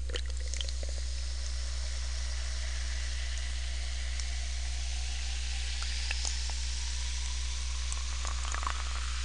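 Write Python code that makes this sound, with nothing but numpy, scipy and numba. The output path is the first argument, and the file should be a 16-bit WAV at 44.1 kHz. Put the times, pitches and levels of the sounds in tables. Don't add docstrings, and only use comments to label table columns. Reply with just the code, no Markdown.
import sys
import numpy as np
from scipy import signal
from scipy.fft import rfft, irfft
from scipy.io import wavfile
from numba import njit

SR = 44100
rng = np.random.default_rng(int(sys.argv[2]) if len(sys.argv) > 2 else 0)


def master(y):
    cut = np.clip(np.atleast_2d(y).T, -1, 1)
    pcm = np.round(cut * 32767)
    wavfile.write(sys.argv[1], SR, pcm.astype(np.int16))


N = 407484
TIME = np.arange(N) / SR
BRIEF = TIME[:4096]

# (time [s], relative level of medium bubbles [dB], relative level of coarse bubbles [dB])
FOAM_LEVELS = [(0, -61, -72), (.24, -59.5, -62), (.46, -50.5, -61), (.75, -49.5, -56.5), (1.2, -49, -56),
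               (1.6, -48, -52.5), (2.9, -47.5, -47.5), (4.0, -47.5, -50), (5.1, -44.5, -48),
               (5.95, -41.5, -42), (6.6, -43, -46.5), (7.2, -44, -47.5), (7.75, -45.5, -49),
               (8.6, -47, -48), (9.24, -43.5, -43)]
# (frequency [Hz], gain [dB])
MEDIUM_COLOUR = [(1500, -42), (3000, -12.5), (3900, -0.5), (5000, -0.5), (6400, -5.5), (7200, -8),
                 (8500, -24)]
# (frequency [Hz], gain [dB])
COARSE_COLOUR = [(500, -18), (1200, -24.5), (1550, -3.5), (1800, 0.5), (2500, 1), (3400, 0.5), (4200, -8.5),
                 (6000, -36.5)]
# (frequency [Hz], gain [dB])
FINE_COLOUR = [(4000, -29.5), (6500, -3.5), (7400, -4), (8500, -3), (10000, -10), (13000, -12.5)]
# (pitch [Hz], lift with bare walls [dB], lift under foam [dB])
CUP_RESONANCES = [(1993, 6, -2), (2495, -7, -0.5), (2790, 2, .5), (4300, 2, 0), (6430, 3.5, 1.5)]
# (start [s], length [s], first pitch [Hz], target pitch [Hz], lift [dB])
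GLIDING_PEAKS = [(.36, .4, 4100, 5800, 6), (.5, .7, 6500, 6900, 3), (.75, 3.0, 4660, 5680, 7),
                 (2.3, 1.3, 1700, 1800, 3.5), (2.9, 1.7, 2740, 3030, 5), (3.6, 1.44, 2100, 2220, 5),
                 (4.1, 1.6, 5500, 6050, 3.5), (4.7, 1.06, 2600, 2780, 5.5), (5.6, 3.5, 4060, 6130, 7),
                 (6.1, 1.6, 6360, 7800, 4.5), (6.6, 2.5, 1650, 2400, 4), (6.6, 2.4, 3300, 3600, 4),
                 (7.9, 1.5, 6600, 7240, 4.5)]
# (time [s], splash level [dB], ringing air level [dB])
STREAM_LEVELS = [(0, -67.5, -72), (.45, -63.5, -65.5), (1.0, -62, -64.5), (1.6, -55.5, -61.5),
                 (2.7, -54, -60.5), (3.4, -57.5, -62.5), (4.3, -59.5, -59), (6.8, -60.5, -61),
                 (7.7, -59, -57), (8.3, -55, -52.5), (8.8, -53, -49.5), (9.24, -71, -51)]
# (frequency [Hz], gain [dB])
SPLASH_COLOUR = [(120, -7.5), (250, -10), (400, -13), (650, -4.5), (1000, -2.5), (1400, 0.5), (2500, -6.5),
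                 (5000, -39.5)]
# (time [s], height [m])
AIR_HEIGHT = [(0, 0.18), (.8, 0.15), (4.5, 0.1207), (9.24, .063)]
# (time [s], pitch [Hz], tone level [dB], glide [octaves], extra gain for the snap [dB])
BIG_BUBBLES = [(.092, 3930, -35, -0.051, 0), (.097, 1770, -32.5, 0.058, -18), (0.1362, 1410, -35, 0, 5),
               (.147, 384, -30.5, -.08, -25), (.145, 6800, -31, 0, 1), (0.1483, 1870, -27.5, -0.05, -6),
               (.158, 4300, -27, 0, -5), (.159, 1360, -36, .08, -15), (.1594, 2880, -19, .25, -6),
               (.172, 1650, -33, .4, -25), (0.1798, 2800, -31, 0.71, -6), (.1865, 3300, -34, -.45, 4),
               (.193, 4000, -25.5, -.05, -5), (0.1925, 1620, -33.5, .27, -8), (.257, 1916, -34.5, 0, -9),
               (.281, 1400, -41, 0, 5), (0.301, 3370, -38, -0.061, 9), (.371, 7400, -28, 0, -11),
               (0.4046, 1920, -36.5, 0, -6), (.476, 2045, -33.5, .07, 5), (.5366, 6440, -25.5, 0, -2),
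               (0.5648, 7260, -26, -.12, -3), (.567, 2260, -28, -.4, -4), (.6067, 3240, -16, -.12, -10.5),
               (.6881, 4260, -23, -0.046, -6), (1.4644, 6223, -29, 0, -4), (3.376, 6600, -28, 0, -5),
               (4.197, 5600, -22, 0, -3), (5.19, 2080, -31, 0, -10), (5.8246, 1400, -29, 0, 6),
               (5.923, 1808, -32, 0, -14), (6.108, 1800, -24, -0.14, -4), (6.1104, 2580, -16.5, .15, -7),
               (6.251, 4995, -21.5, -.2, 0), (6.272, 9200, -27, .17, -1), (6.274, 6524, -15.5, 0, -23),
               (6.297, 6589, -24, 0, -8), (7.2588, 7192, -27, .14, -6), (7.924, 8000, -21.5, -0.14, -1.5),
               (8.2725, 6340, -30.5, -0.13, 5.5), (8.4363, 7751, -26, 0, -12), (8.48, 2993, -26.5, .2, 0),
               (8.5195, 6760, -20, 0, -9), (8.545, 1590, -23, 0.18, -4), (8.5797, 1280, -24.5, -.4, -12),
               (8.6669, 1174, -16, -0.45, -22), (8.6846, 1800, -33, 0, -2), (8.7026, 1440, -32, .1, 5)]
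# (frequency [Hz], gain [dB])
SNAP_COLOUR = [(150, -1), (1000, -1.5), (3000, 0), (7000, 0.5), (10000, -6), (14000, 1)]
# (time [s], tone level [dB])
BIG_DROPS = [(.0968, -34.5), (0.13, -36), (0.1477, -30), (.156, -38), (0.6453, -37), (0.832, -30.5),
             (0.8895, -34.5), (0.9814, -37), (6.1079, -33.5), (6.2521, -37), (6.273, -34.5),
             (6.4965, -29.5), (7.9246, -38), (7.9751, -36), (8.251, -28.5), (8.2842, -29.5),
             (8.3117, -31.5), (8.4506, -30.5), (8.48, -33), (8.5213, -36), (8.5446, -26), (8.579, -29.5),
             (8.6302, -28.5), (8.666, -28), (8.7033, -25), (8.8015, -32), (8.955, -35)]
# (start [s], end [s], rate [1/s], tone level [dB])
DRIBBLES = [(.25, .62, 12.2, -42.5), (7.95, 8.451, 7.9, -40), (8.72, 9.0, 20, -36.5)]
# (frequency [Hz], gain [dB])
TAP_COLOUR = [(80, -8), (280, -10), (400, -9), (650, 2), (900, 0), (2000, 4), (3200, -5.5), (4500, -19),
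              (9000, -38)]
# (multiple of the mains frequency, relative level [dB])
HUM_TONES = [(1, 0), (2, -21.5), (3, -35.5), (4, -36), (9, -35.5)]
# (frequency [Hz], gain [dB])
HISS_COLOUR = [(15, 3.5), (35, 15), (70, 11.5), (110, 4.5), (200, -2), (400, -3), (1000, -18), (3000, -7.5),
               (10000, -27.5)]
# (frequency [Hz], gain [dB])
SIDE_HISS_COLOUR = [(15, 12.5), (60, 18), (130, -3), (300, -9.5), (1000, -12.5), (4000, -4.5), (10000, -9)]


def fizz():
    medium_db, coarse_db = curves(FOAM_LEVELS)
    fine_db = -50.5 + 0.48 * (medium_db + 46)
    medium = unit(colour(pops(per_second=9000, spread_db=3.0), MEDIUM_COLOUR))
    medium *= undb(medium_db - 1.83 + .5 * wander(25))
    coarse = unit(colour(pops(per_second=5000, spread_db=1.5), COARSE_COLOUR))
    coarse *= undb(coarse_db - 2.0 + 0.67 * wander(22))
    fine = unit(colour(pops(per_second=7000, spread_db=4.5), FINE_COLOUR))
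    fine *= undb(fine_db - 2.0 + .5 * wander(28))
    return medium + coarse + fine


def chirps(per_second, lift_db, spread_db):
    track = np.zeros(N)
    medium_db = curves(FOAM_LEVELS)[0]
    for when, pitch, chance, slide in rng.random((int(per_second * N / SR), 4)):
        hz = 1700 * 4.1 ** pitch
        db = medium_db[int(when * N)] + lift_db - spread_db * np.log(max(chance, .03))
        tone = ring(hz, t60=0.013 * np.sqrt(2000 / hz), glide=0.45 * (slide - .4))
        add(track, when * N / SR, undb(db) * tone)
    return track


def cup(sound):
    for hz, lift_db in cup_resonances():
        width_hz = 390 * undb(-lift_db / 2) * (hz / 2000) ** 0.61
        sound = sound + (undb(lift_db) - 1) * resonate(sound, hz, width_hz)
    return sound


def cup_resonances():
    foam_covers_s, gradual_s = 4.58, .44
    covered = (1 + np.tanh((TIME - foam_covers_s) / gradual_s)) / 2
    for hz, bare_db, foam_db in CUP_RESONANCES:
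        yield np.full(N, float(hz)), bare_db + (foam_db - bare_db) * covered
    settle, fade_in, fade_out = .22, 0.15, 0.35
    for start, length, from_hz, to_hz, lift_db in GLIDING_PEAKS:
        age = np.clip((TIME - start) / length, 0, 1)
        strength = np.clip(np.minimum(age / fade_in, (1 - age) / fade_out), 0, 1)
        yield to_hz + (from_hz - to_hz) * np.exp(-age / settle), lift_db * strength


def stream():
    splash_db, air_db = curves(STREAM_LEVELS)
    hz, sharpness = air_column()
    width_hz = hz / sharpness
    splash = unit(colour(pops(per_second=2500, spread_db=4.5), SPLASH_COLOUR))
    air = resonate(pops(per_second=1200, spread_db=4.0), hz, width_hz)
    air = unit(resonate(air, hz, hz * 0.65) / np.sqrt(width_hz))
    return splash * undb(splash_db) + air * undb(air_db + 0.98 * wander(20))


def air_column():
    height, = curves(AIR_HEIGHT)
    sound_m_per_s, near_rim_m = 343, .065
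    hz = sound_m_per_s / (4 * height)
    sharpness = 8.9 / (1 + (near_rim_m / height) ** 7.3)
    return hz, sharpness


def big_bubbles():
    tones, snaps = np.zeros(N), np.zeros(N)
    for s, hz, db, glide, snap_db in BIG_BUBBLES:
        t60 = 0.017 * (2000 / hz) ** 0.61
        opening = 1 - np.exp(-BRIEF * hz / 0.78)
        add(tones, s, undb(db) * opening * ring(hz, t60, glide))
        tear = fade(0.012) * rng.standard_normal(len(BRIEF))
        pitch = np.full(len(BRIEF), float(hz))
        snap = undb(-4.5) * tear + undb(-4.0) * resonate(tear, pitch, .8 * pitch)
        add(snaps, s, undb(db + snap_db - 1.1) * snap)
    return tones + cup(colour(snaps, SNAP_COLOUR))


def plops():
    tones, taps = np.zeros(N), np.zeros(N)
    air_hz, _ = air_column()
    cup_hz, ring_cycles = CUP_RESONANCES[0][0], 19
    for s, db in BIG_DROPS + dribble():
        hz = np.interp(s, TIME, air_hz)
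        overtone_db = -10.5 - 11 * np.log2(hz / air_hz[0])
        overtone = undb(overtone_db) * ring(cup_hz, t60=.012)
        add(tones, s, undb(db) * (ring(hz, t60=ring_cycles / hz) + overtone))
        click = undb(10) * fade(0.00028)
        spatter = undb(-2) * fade(0.0096) * rng.standard_normal(len(BRIEF))
        add(taps, s, undb(db) * hz / 1000 * (click + spatter))
    return tones + colour(taps, TAP_COLOUR)


def dribble():
    drops, spread_db = [], 1.5
    for start, end, per_second, db in DRIBBLES:
        for s, (late, softness) in zip(np.arange(start, end, 1 / per_second), rng.random((64, 2))):
            drops.append((s + late / per_second, db - spread_db * (2 * softness - 1)))
    return drops


def room(x, t60, wet_db):
    tail = rng.standard_normal(len(BRIEF)) * fade(t60) * (BRIEF > .002)
    tail /= np.sqrt(np.sum(tail ** 2))
    return x + undb(wet_db) * signal.oaconvolve(x, tail)[:N]


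def hum(mains_hz):
    tones = np.zeros(N)
    for multiple, db in HUM_TONES:
        cycles = round(multiple) * mains_hz * TIME + rng.random()
        tones += undb(db) * np.sqrt(2) * np.sin(2 * np.pi * cycles)
    return tones * undb(-35 + 0.39 * wander(9))


def hiss(points, level_db):
    return undb(level_db) * unit(colour(rng.standard_normal(N), points))


def undb(db):
    return 10 ** (np.asarray(db) / 20)


def unit(x):
    return x / np.sqrt(np.mean(x ** 2))


def curves(rows):
    s, *columns = np.transpose(rows)
    return [np.interp(TIME, s, column) for column in columns]


def colour(x, points):
    hz, db = np.transpose(points)
    size = 8192
    grid_hz = np.maximum(np.arange(size // 2 + 1) * SR / size, 1)
    gain = undb(np.interp(np.log(grid_hz), np.log(hz), db))
    cepstrum = irfft(np.log(gain))
    cepstrum[1:size // 2] *= 2
    cepstrum[size // 2 + 1:] = 0
    response = irfft(np.exp(rfft(cepstrum)))
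    return signal.oaconvolve(x, response)[:len(x)]


@njit
def resonate(x, hz, width_hz):
    y, band_state, low_state = np.empty(len(x)), 0., 0.
    for i in range(len(x)):
        step, damping = np.tan(np.pi * hz[i] / SR), width_hz[i] / hz[i]
        band = (band_state + step * (x[i] - low_state)) / (1 + step * (step + damping))
        band_state = 2 * band - band_state
        low_state += 2 * step * band
        y[i] = damping * band
    return y


def wander(per_second):
    steps = rng.standard_normal(4096)
    return 1.2 * np.interp(TIME * per_second, np.arange(len(steps)), steps)


def add(track, s, sound):
    start = int(np.clip(s * SR, 0, N - 1))
    track[start:start + len(sound)] += sound[:N - start]


def fade(t60):
    return np.exp(-np.log(1000) * BRIEF / t60)


def ring(hz, t60, glide=0):
    pitch = hz * 2 ** (glide * np.minimum(2 * BRIEF / t60, 1))
    return np.sin(2 * np.pi * np.cumsum(pitch) / SR) * fade(t60)


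def pops(per_second, spread_db):
    happens = rng.random(N) < per_second / SR
    size = undb(spread_db * np.clip(rng.standard_normal(N), -3, 3))
    return unit(happens * size * np.sign(rng.standard_normal(N)))


def scene():
    foam = cup(fizz()) + chirps(per_second=45, lift_db=1.0, spread_db=3.0)
    pour = room(foam + stream() + big_bubbles() + plops(), t60=0.042, wet_db=-13)
    mid = pour + hum(mains_hz=60) + hiss(HISS_COLOUR, level_db=-55.5)
    delayed = np.roll(pour, int(.011 * SR))
    side = undb(-24.5) * delayed + hiss(SIDE_HISS_COLOUR, level_db=-62.5)
    return np.array([mid + side, mid - side])


def record(dry):
    top_hz, offset = 10050, .0105
    low_pass = signal.ellip(12, .2, 70, top_hz, fs=SR, output="sos")
    return signal.sosfilt(low_pass, dry) + offset


dry = scene()
out = record(dry)
master(out)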